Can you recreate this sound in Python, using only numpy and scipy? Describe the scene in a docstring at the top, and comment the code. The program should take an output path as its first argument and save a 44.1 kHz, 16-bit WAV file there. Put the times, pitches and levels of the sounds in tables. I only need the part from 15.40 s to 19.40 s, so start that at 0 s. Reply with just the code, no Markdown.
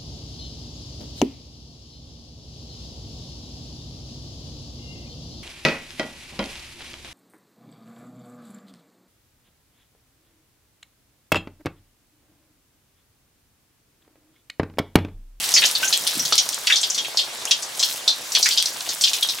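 """Fine bubbles fizz and simmer as chicken deep-fries in a pan of hot oil in a small kitchen.
Water escaping from the meat bursts in steam pops (clusters of decaying sines plus a noise crack)
and dry snaps (sub-millisecond clicks); a few large bubbles ring single rising notes.
Early on, a piece is set down with soft bumps of filtered noise and a knock of decaying partials.
Fizz and low plips are random swarms of bubble grains; simmer and hiss are shaped noise."""
import sys
import numpy as np
from scipy import signal
from scipy.io import wavfile
from scipy.ndimage import uniform_filter1d

SR = 44100
rng = np.random.default_rng(int(sys.argv[2]) if len(sys.argv) > 2 else 0)


def digitize_waveform(pressure):
    """Quantize a signal to 16-bit integers and store it at the path in sys.argv[1].

    Rows of a 2-D input are taken as channels; values are limited to [-1, 1].
    """
    field = np.atleast_2d(pressure).T
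    bounded = np.clip(field, -1, 1)
    quanta = np.round(bounded * 32767).astype(np.int16)
    wavfile.write(sys.argv[1], SR, quanta)


N = 176400  # samples

SNAP_WET_DB = -4  # echo energy of snaps and crackle, re direct sound


def amp(db):
    """Amplitude factor of a level in dB."""
    return 10 ** (np.asarray(db) / 20)


def unit(x):
    """Scales to an RMS of 1."""
    return x / np.sqrt(np.mean(x ** 2) + 1e-20)


def read(points, hz):
    """Interpolates a (Hz, value) table on a log-frequency axis."""
    f, value = np.transpose(points)
    return np.interp(np.log(hz + 1), np.log(f + 1), value)


def level_curve(points):
    """Amplitude-free dB curve over the scene from (seconds, dB) points."""
    return np.interp(np.arange(N) / SR, *np.transpose(points))


def add(mix, start_s, sound):
    """Adds a stereo sound in place, cut at the end of the mix."""
    part = mix[:, max(round(start_s * SR), 0):][:, :sound.shape[1]]
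    part += sound[:, :part.shape[1]]


def seconds(length_s):
    """Time axis in seconds."""
    return np.arange(int(length_s * SR)) / SR


def band(x, low_hz, high_hz, order=2):
    """Causal Butterworth band-pass."""
    high_hz = min(max(high_hz, low_hz * 1.1), SR * .48)
    sos = signal.butter(order, [low_hz, high_hz], "band", fs=SR, output="sos")
    return signal.sosfilt(sos, x)


def bubble(t, hz, cycles):
    """A bubble rings from t = 0, falling to 1/e in the given number of cycles."""
    t = np.maximum(t, 0)
    return np.sin(2 * np.pi * hz * t) * np.exp(-t * hz / cycles)


def widen(z, hz):
    """Mixes two unrelated spectra into left and right with a set likeness at each frequency."""
    # Left-right likeness. Each row: frequency in Hz, correlation from 0 to 1.
    likeness = [(60, 0.068), (300, 0.73), (1200, 0.4), (2500, 0.11), (5000, 0.67), (9000, 0.86), (14000, 1)]
    same = np.clip(read(likeness, hz), 0, 1)[:, None]
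    mid = np.sqrt((1 + same) / 2) * z[0]
    side = np.sqrt((1 - same) / 2) * z[1]
    return np.array([mid + side, mid - side])


def room(x, wet_db):
    """Direct sound plus dense random echoes from pan walls and stove recess, new for each call."""
    # Decay of the echoes. Each row: frequency in Hz, T60 in seconds.
    echo_decay = [(200, 0.16), (1900, 0.14), (3500, 0.18), (6000, 0.17), (9000, 0.085), (16000, 0.16)]
    t = seconds(.3)
    onset = np.minimum(t / 0.00094, 1)
    taps = rng.standard_normal((2, len(t))) * (rng.random(len(t)) < .15) * onset
    hz, at_s, z = signal.stft(taps, SR, nperseg=256)
    decay = amp(-60 * at_s / read(echo_decay, hz)[:, None])
    tail = signal.istft(widen(z, hz) * decay, SR, nperseg=256)[1]
    tail *= amp(wet_db) / np.sqrt((tail ** 2).sum() / 2)
    tail[:, 0] += 1  # direct sound
    return signal.fftconvolve(x[None], tail, axes=1)


def pop(db, low_hz, high_hz):
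    """A pocket of steam cracks open and sheds ringing bubbles of several sizes."""
    count, spread_s, crack_db, wet_db = 9, .004, -8, 2
    t = seconds(.04)
    place = rng.random(count)
    delay_s = rng.exponential(spread_s, count)
    delay_s -= delay_s.min()
    pitches_hz = low_hz * (high_hz / low_hz) ** ((np.arange(count) + place) / count)
    # bubbles of like size ring for more cycles
    cycles = 1.88 / max(np.log(high_hz / low_hz), .25)
    rings = sum(bubble(t - d, hz, cycles) * (hz / low_hz) ** 0.91
                for hz, d in zip(pitches_hz, delay_s))
    rings = band(rings, low_hz * 0.91, high_hz * 1.71, order=3)
    crack = band(rng.standard_normal(len(t)) * np.exp(-t / 0.0094), low_hz, 6870)
    sound = room(unit(rings) + amp(crack_db) * unit(crack), wet_db)
    body = sound[:, :int(.024 * SR)]  # sets the level of each channel
    return amp(db) * sound / np.std(body, axis=1, keepdims=True)


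def pops():
    """Steam pops excite the pan, whose modes ring on as decaying cosines."""
    # Steam pops. Each row: start in seconds, level in dB before pan ring and balance,
    # lowest and highest bubble pitch in Hz.
    steam_pops = [(0.1395, -12, 4830, 6700), (0.163, -20.5, 1880, 3100), (0.174, -18, 2880, 5930),
                  (0.2203, -18, 1700, 4130), (0.2378, -17.5, 2500, 3700), (.252, -17.5, 3520, 6700),
                  (0.351, -19.5, 3510, 4750), (0.428, -23.5, 2440, 3280), (0.445, -24.5, 5430, 7140),
                  (0.477, -22.5, 5800, 7000), (.527, -15.5, 2630, 5800), (0.667, -21, 3000, 5750),
                  (0.796, -22.5, 5160, 6100), (0.852, -23, 3330, 6840), (0.9238, -16, 3230, 6200),
                  (0.979, -13, 3130, 6700), (1.129, -28.5, 3260, 7100), (1.271, -17.5, 2020, 6150),
                  (1.2999, -16.5, 1695, 2960), (1.323, -15, 3290, 3750), (1.3587, -17.5, 3670, 6700),
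                  (1.413, -25.5, 5600, 8500), (1.431, -20, 2980, 5450), (1.5, -22, 5260, 7500),
                  (1.546, -25, 3760, 7740), (1.578, -23, 2730, 6150), (1.647, -29.5, 1930, 4250),
                  (1.772, -17, 3670, 5250), (1.79, -20, 2950, 4700), (2.1102, -13.5, 2740, 6400),
                  (2.224, -28.5, 4500, 7900), (2.395, -20.5, 3800, 7560), (2.4275, -16, 2950, 6300),
                  (2.6778, -13.5, 3460, 4650), (2.92, -26.5, 4570, 8060), (2.95, -14, 2630, 6200),
                  (3.027, -15, 4150, 6600), (3.058, -20.5, 1570, 2600), (3.058, -21, 3600, 7500),
                  (3.109, -22, 2830, 5800), (3.123, -23, 2920, 4900), (3.175, -15.5, 3200, 5860),
                  (3.258, -21.5, 4060, 7300), (3.49, -23.5, 3720, 7100), (3.611, -20.5, 3880, 8800),
                  (3.638, -13, 3150, 5540), (3.673, -21, 2580, 6300), (3.733, -21.5, 2480, 7200),
                  (3.826, -19.5, 3210, 3880), (3.8877, -21, 3280, 5800)]
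    # Pan modes. Each row: frequency in Hz, gain at resonance in dB.
    pan_modes = [(3270, 3), (3460, -10), (3620, -7.5), (5725, -1)]
    pan_t60_s, left_over_right_db = 0.045, 1
    out, t = np.zeros((2, N)), seconds(.3)
    for start_s, *row in steam_pops:
        add(out, start_s, pop(*row))
    rate = np.log(1000) / pan_t60_s
    modes = sum(amp(db) * np.cos(2 * np.pi * hz * t) for hz, db in pan_modes)
    ring = modes * np.exp(-rate * t) * 2 * rate / SR
    out = out + signal.fftconvolve(out, ring[None], axes=1)[:, :N]
    return out * amp([[left_over_right_db / 2], [-left_over_right_db / 2]])


def snaps():
    """Droplets explode on the surface: a brief ring plus a noise burst, both sub-millisecond."""
    # Dry snaps. Each row: start in seconds, peak of the direct click in dB.
    dry_snaps = [(.052, -12), (0.0912, -5.5), (0.1194, -6), (.261, -1.5), (.313, -4), (.5565, -18),
                 (0.5758, -2.5), (.675, -1.5), (0.9557, -3.5), (1.0905, -4.5), (1.145, -7), (1.27, -6),
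                 (2.0542, -5), (3.0897, -1), (3.2258, 0), (3.407, -11), (3.623, -6), (3.739, -6),
                 (3.831, -4.5)]
    ring_hz, burst_decay_s = 7340, 0.00029
    out, t = np.zeros((2, N)), seconds(.01)
    for start_s, db in dry_snaps:
        burst = 1.96 * rng.standard_normal(len(t)) * np.exp(-t / burst_decay_s)
        click = band(bubble(t, ring_hz, 0.92) + burst, 3240, 10400)
        add(out, start_s, room(amp(db) * click / abs(click).max(), SNAP_WET_DB))
    return out


def large_bubbles():
    """A large bubble rings one note, which climbs as it nears the surface."""
    # Large bubbles. Each row: start in seconds, initial direct level in dB, starting pitch in Hz,
    # rise as a share of the pitch.
    single_bubbles = [(0.172, -9, 4450, 0.011), (0.43, -19, 1486, 0.047), (2.073, -25, 2510, 0.37)]
    t60_s, rise_s, wet_db = 0.11, 0.006, -3.5
    out, t = np.zeros((2, N)), seconds(.15)
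    for start_s, db, hz, rise in single_bubbles:
        pitch_hz = hz * (1 + rise * (1 - np.exp(-t / rise_s)))
        note = np.sin(2 * np.pi * np.cumsum(pitch_hz) / SR) * amp(db - 60 * t / t60_s)
        add(out, start_s, room(note, wet_db))
    return out


def handling():
    """A piece is put down: dull noise bumps, the worktop booming on, and one hollow knock."""
    # Soft bumps. Each row: start in seconds, thud RMS over its first 50 ms in dB.
    soft_bumps = [(0.749, -48), (.763, -41), (0.806, -47)]
    # Knock partials. Each row: frequency in Hz, initial level in dB before the band-pass, T60 in seconds.
    knock_partials = [(500, -36, 0.11), (696, -34, 0.021), (930, -20.5, 0.011), (1290, -12, 0.016)]
    thud_hz, thud_t60_s = (121, 360), 0.048
    boom_hz, boom_t60_s, boom_db = (112, 204), 0.85, -8.5  # dB re thud
    knock_s = .9235
    out, t = np.zeros((2, N)), seconds(.3)
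    head = SR // 20
    for start_s, db in soft_bumps:
        thud = band(rng.standard_normal(len(t)) * amp(-60 * t / thud_t60_s), *thud_hz, order=5)
        boom = band(rng.standard_normal(len(t)) * amp(-60 * t / boom_t60_s), *boom_hz, order=3)
        bump = thud / np.std(thud[:head]) + amp(boom_db) * boom / np.std(boom[:head])
        add(out, start_s, room(amp(db) * bump, -4.5))
    knock = sum(amp(db - 60 * t / t60_s) * np.sin(2 * np.pi * hz * t)
                for hz, db, t60_s in knock_partials)
    add(out, knock_s, room(band(knock, 280, 4000), -3.5))
    return out


def swarm(per_s, span_hz, cycles, size_db, wet_db, tilt_db, largest, count=24):
    """Bubbles of many pitches burst at random; most are small, a few large."""
    # size_db: mean size; largest: cap in multiples of it; tilt_db: per octave; count: pitches
    out, t = np.zeros((2, N)), seconds(.02)
    for hz in np.geomspace(*span_hz, count):
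        bursts = rng.random(N) < per_s / count / SR
        sizes = amp(size_db * np.minimum(rng.exponential(1, N), largest)) * bursts
        grain = unit(band(bubble(t, hz, cycles), hz * .5, hz * 1.22, order=1))
        grain = grain * amp(tilt_db * np.log2(hz / span_hz[0]))
        out += room(signal.oaconvolve(sizes, grain)[:N], wet_db)[:, :N]
    return unit(out)


def wash(spectrum):
    """Countless tiny bubbles merge into shaped noise with gently shifting spectral patches."""
    hz = np.fft.rfftfreq(1024, 1 / SR)
    a, b, c, d, patches = rng.standard_normal((N // 256 + 5, len(hz), 5)).T
    patches = uniform_filter1d(patches, size=16, axis=0)  # over frequency
    patches = unit(uniform_filter1d(patches, size=6, axis=1))  # over time
    shape_db = read(spectrum, hz)[:, None] + 2 * patches
    z = widen([a + 1j * b, c + 1j * d], hz) * amp(shape_db)
    return unit(signal.istft(z, nperseg=1024, noverlap=768)[1][:, :N])


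def fizz():
    """Small bubbles, dry ticks of spray and fine hiss swell and sink with the boil."""
    # Strength of the boil. Each row: time in seconds, common gain of the three layers in dB.
    boil = [(.1, -27.5), (.4, -30), (0.969, -29.5), (1.2, -35.5), (1.7, -40), (2.3, -41), (2.5, -26),
            (2.65, -42), (2.851, -38.5), (3.05, -27), (3.35, -34.5), (3.68, -29), (4, -34)]
    # Hiss of the finest bubbles. Each row: frequency in Hz, relative density in dB per Hz.
    hiss_spectrum = [(2000, -13), (6000, 1), (11000, -3), (16000, -3.5)]
    bubbles_db, crackle_db, hiss_db = -4, -5, -6.5
    sputter_rms_db, sputter_hz = 1.5, (9, 25.2)
    bubbles = swarm(per_s=1500, span_hz=(3180, 10900), cycles=1.06, size_db=10,
                    wet_db=-3.5, tilt_db=0.0, largest=3.56)
    crackle = swarm(per_s=380, span_hz=(4200, 13000), cycles=0.61, size_db=10,
                    wet_db=SNAP_WET_DB, tilt_db=5.5, largest=0.96)
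    sputter = unit(band(rng.standard_normal(N), *sputter_hz))
    boil_db = level_curve(boil) + sputter_rms_db * sputter
    layers = amp(bubbles_db) * bubbles + amp(crackle_db) * crackle + amp(hiss_db) * wash(hiss_spectrum)
    return layers * amp(boil_db)


def plips():
    """Sparser low bubbles, each dying in under a cycle."""
    level_db = -44
    return amp(level_db) * swarm(per_s=260, span_hz=(610, 1970), cycles=0.41, size_db=4,
                                 wet_db=-3, tilt_db=3.5, largest=5.9, count=10)


def simmer():
    """The whole pan simmers as a broad wash of noise."""
    # Simmer spectrum. Each row: frequency in Hz, relative density in dB per Hz.
    simmer_spectrum = [(20, -35), (78, -22), (125, -6), (190, -8.5), (350, -5), (750, 0.5), (1200, -2),
                       (2300, -0.5), (3500, 2), (5500, 0), (8000, -3), (12000, -13.5), (16000, -44)]
    # Simmer level. 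Each row: time in seconds, level in dB.
    simmer_level = [(.1, -28.5), (.5, -31.5), (1.1, -34), (3.1, -35), (4, -37)]
    return wash(simmer_spectrum) * amp(level_curve(simmer_level))


def scene():
    """Pops, snaps, large bubbles and handling over continuous fizz, plips and simmer."""
    events = pops() + snaps() + large_bubbles() + handling()
    return events + fizz() + plips() + simmer()


def record(dry):
    """Rounds off the loudest peaks, then low-passes."""
    ceiling, edge_hz = .88, 15950
    rounded = dry / (1 + (dry / ceiling) ** 4) ** .25
    low_pass = signal.firwin(255, edge_hz, window=("kaiser", 9), fs=SR)
    return signal.oaconvolve(rounded, low_pass[None], "same")


dry = scene()
out = record(dry)
digitize_waveform(out)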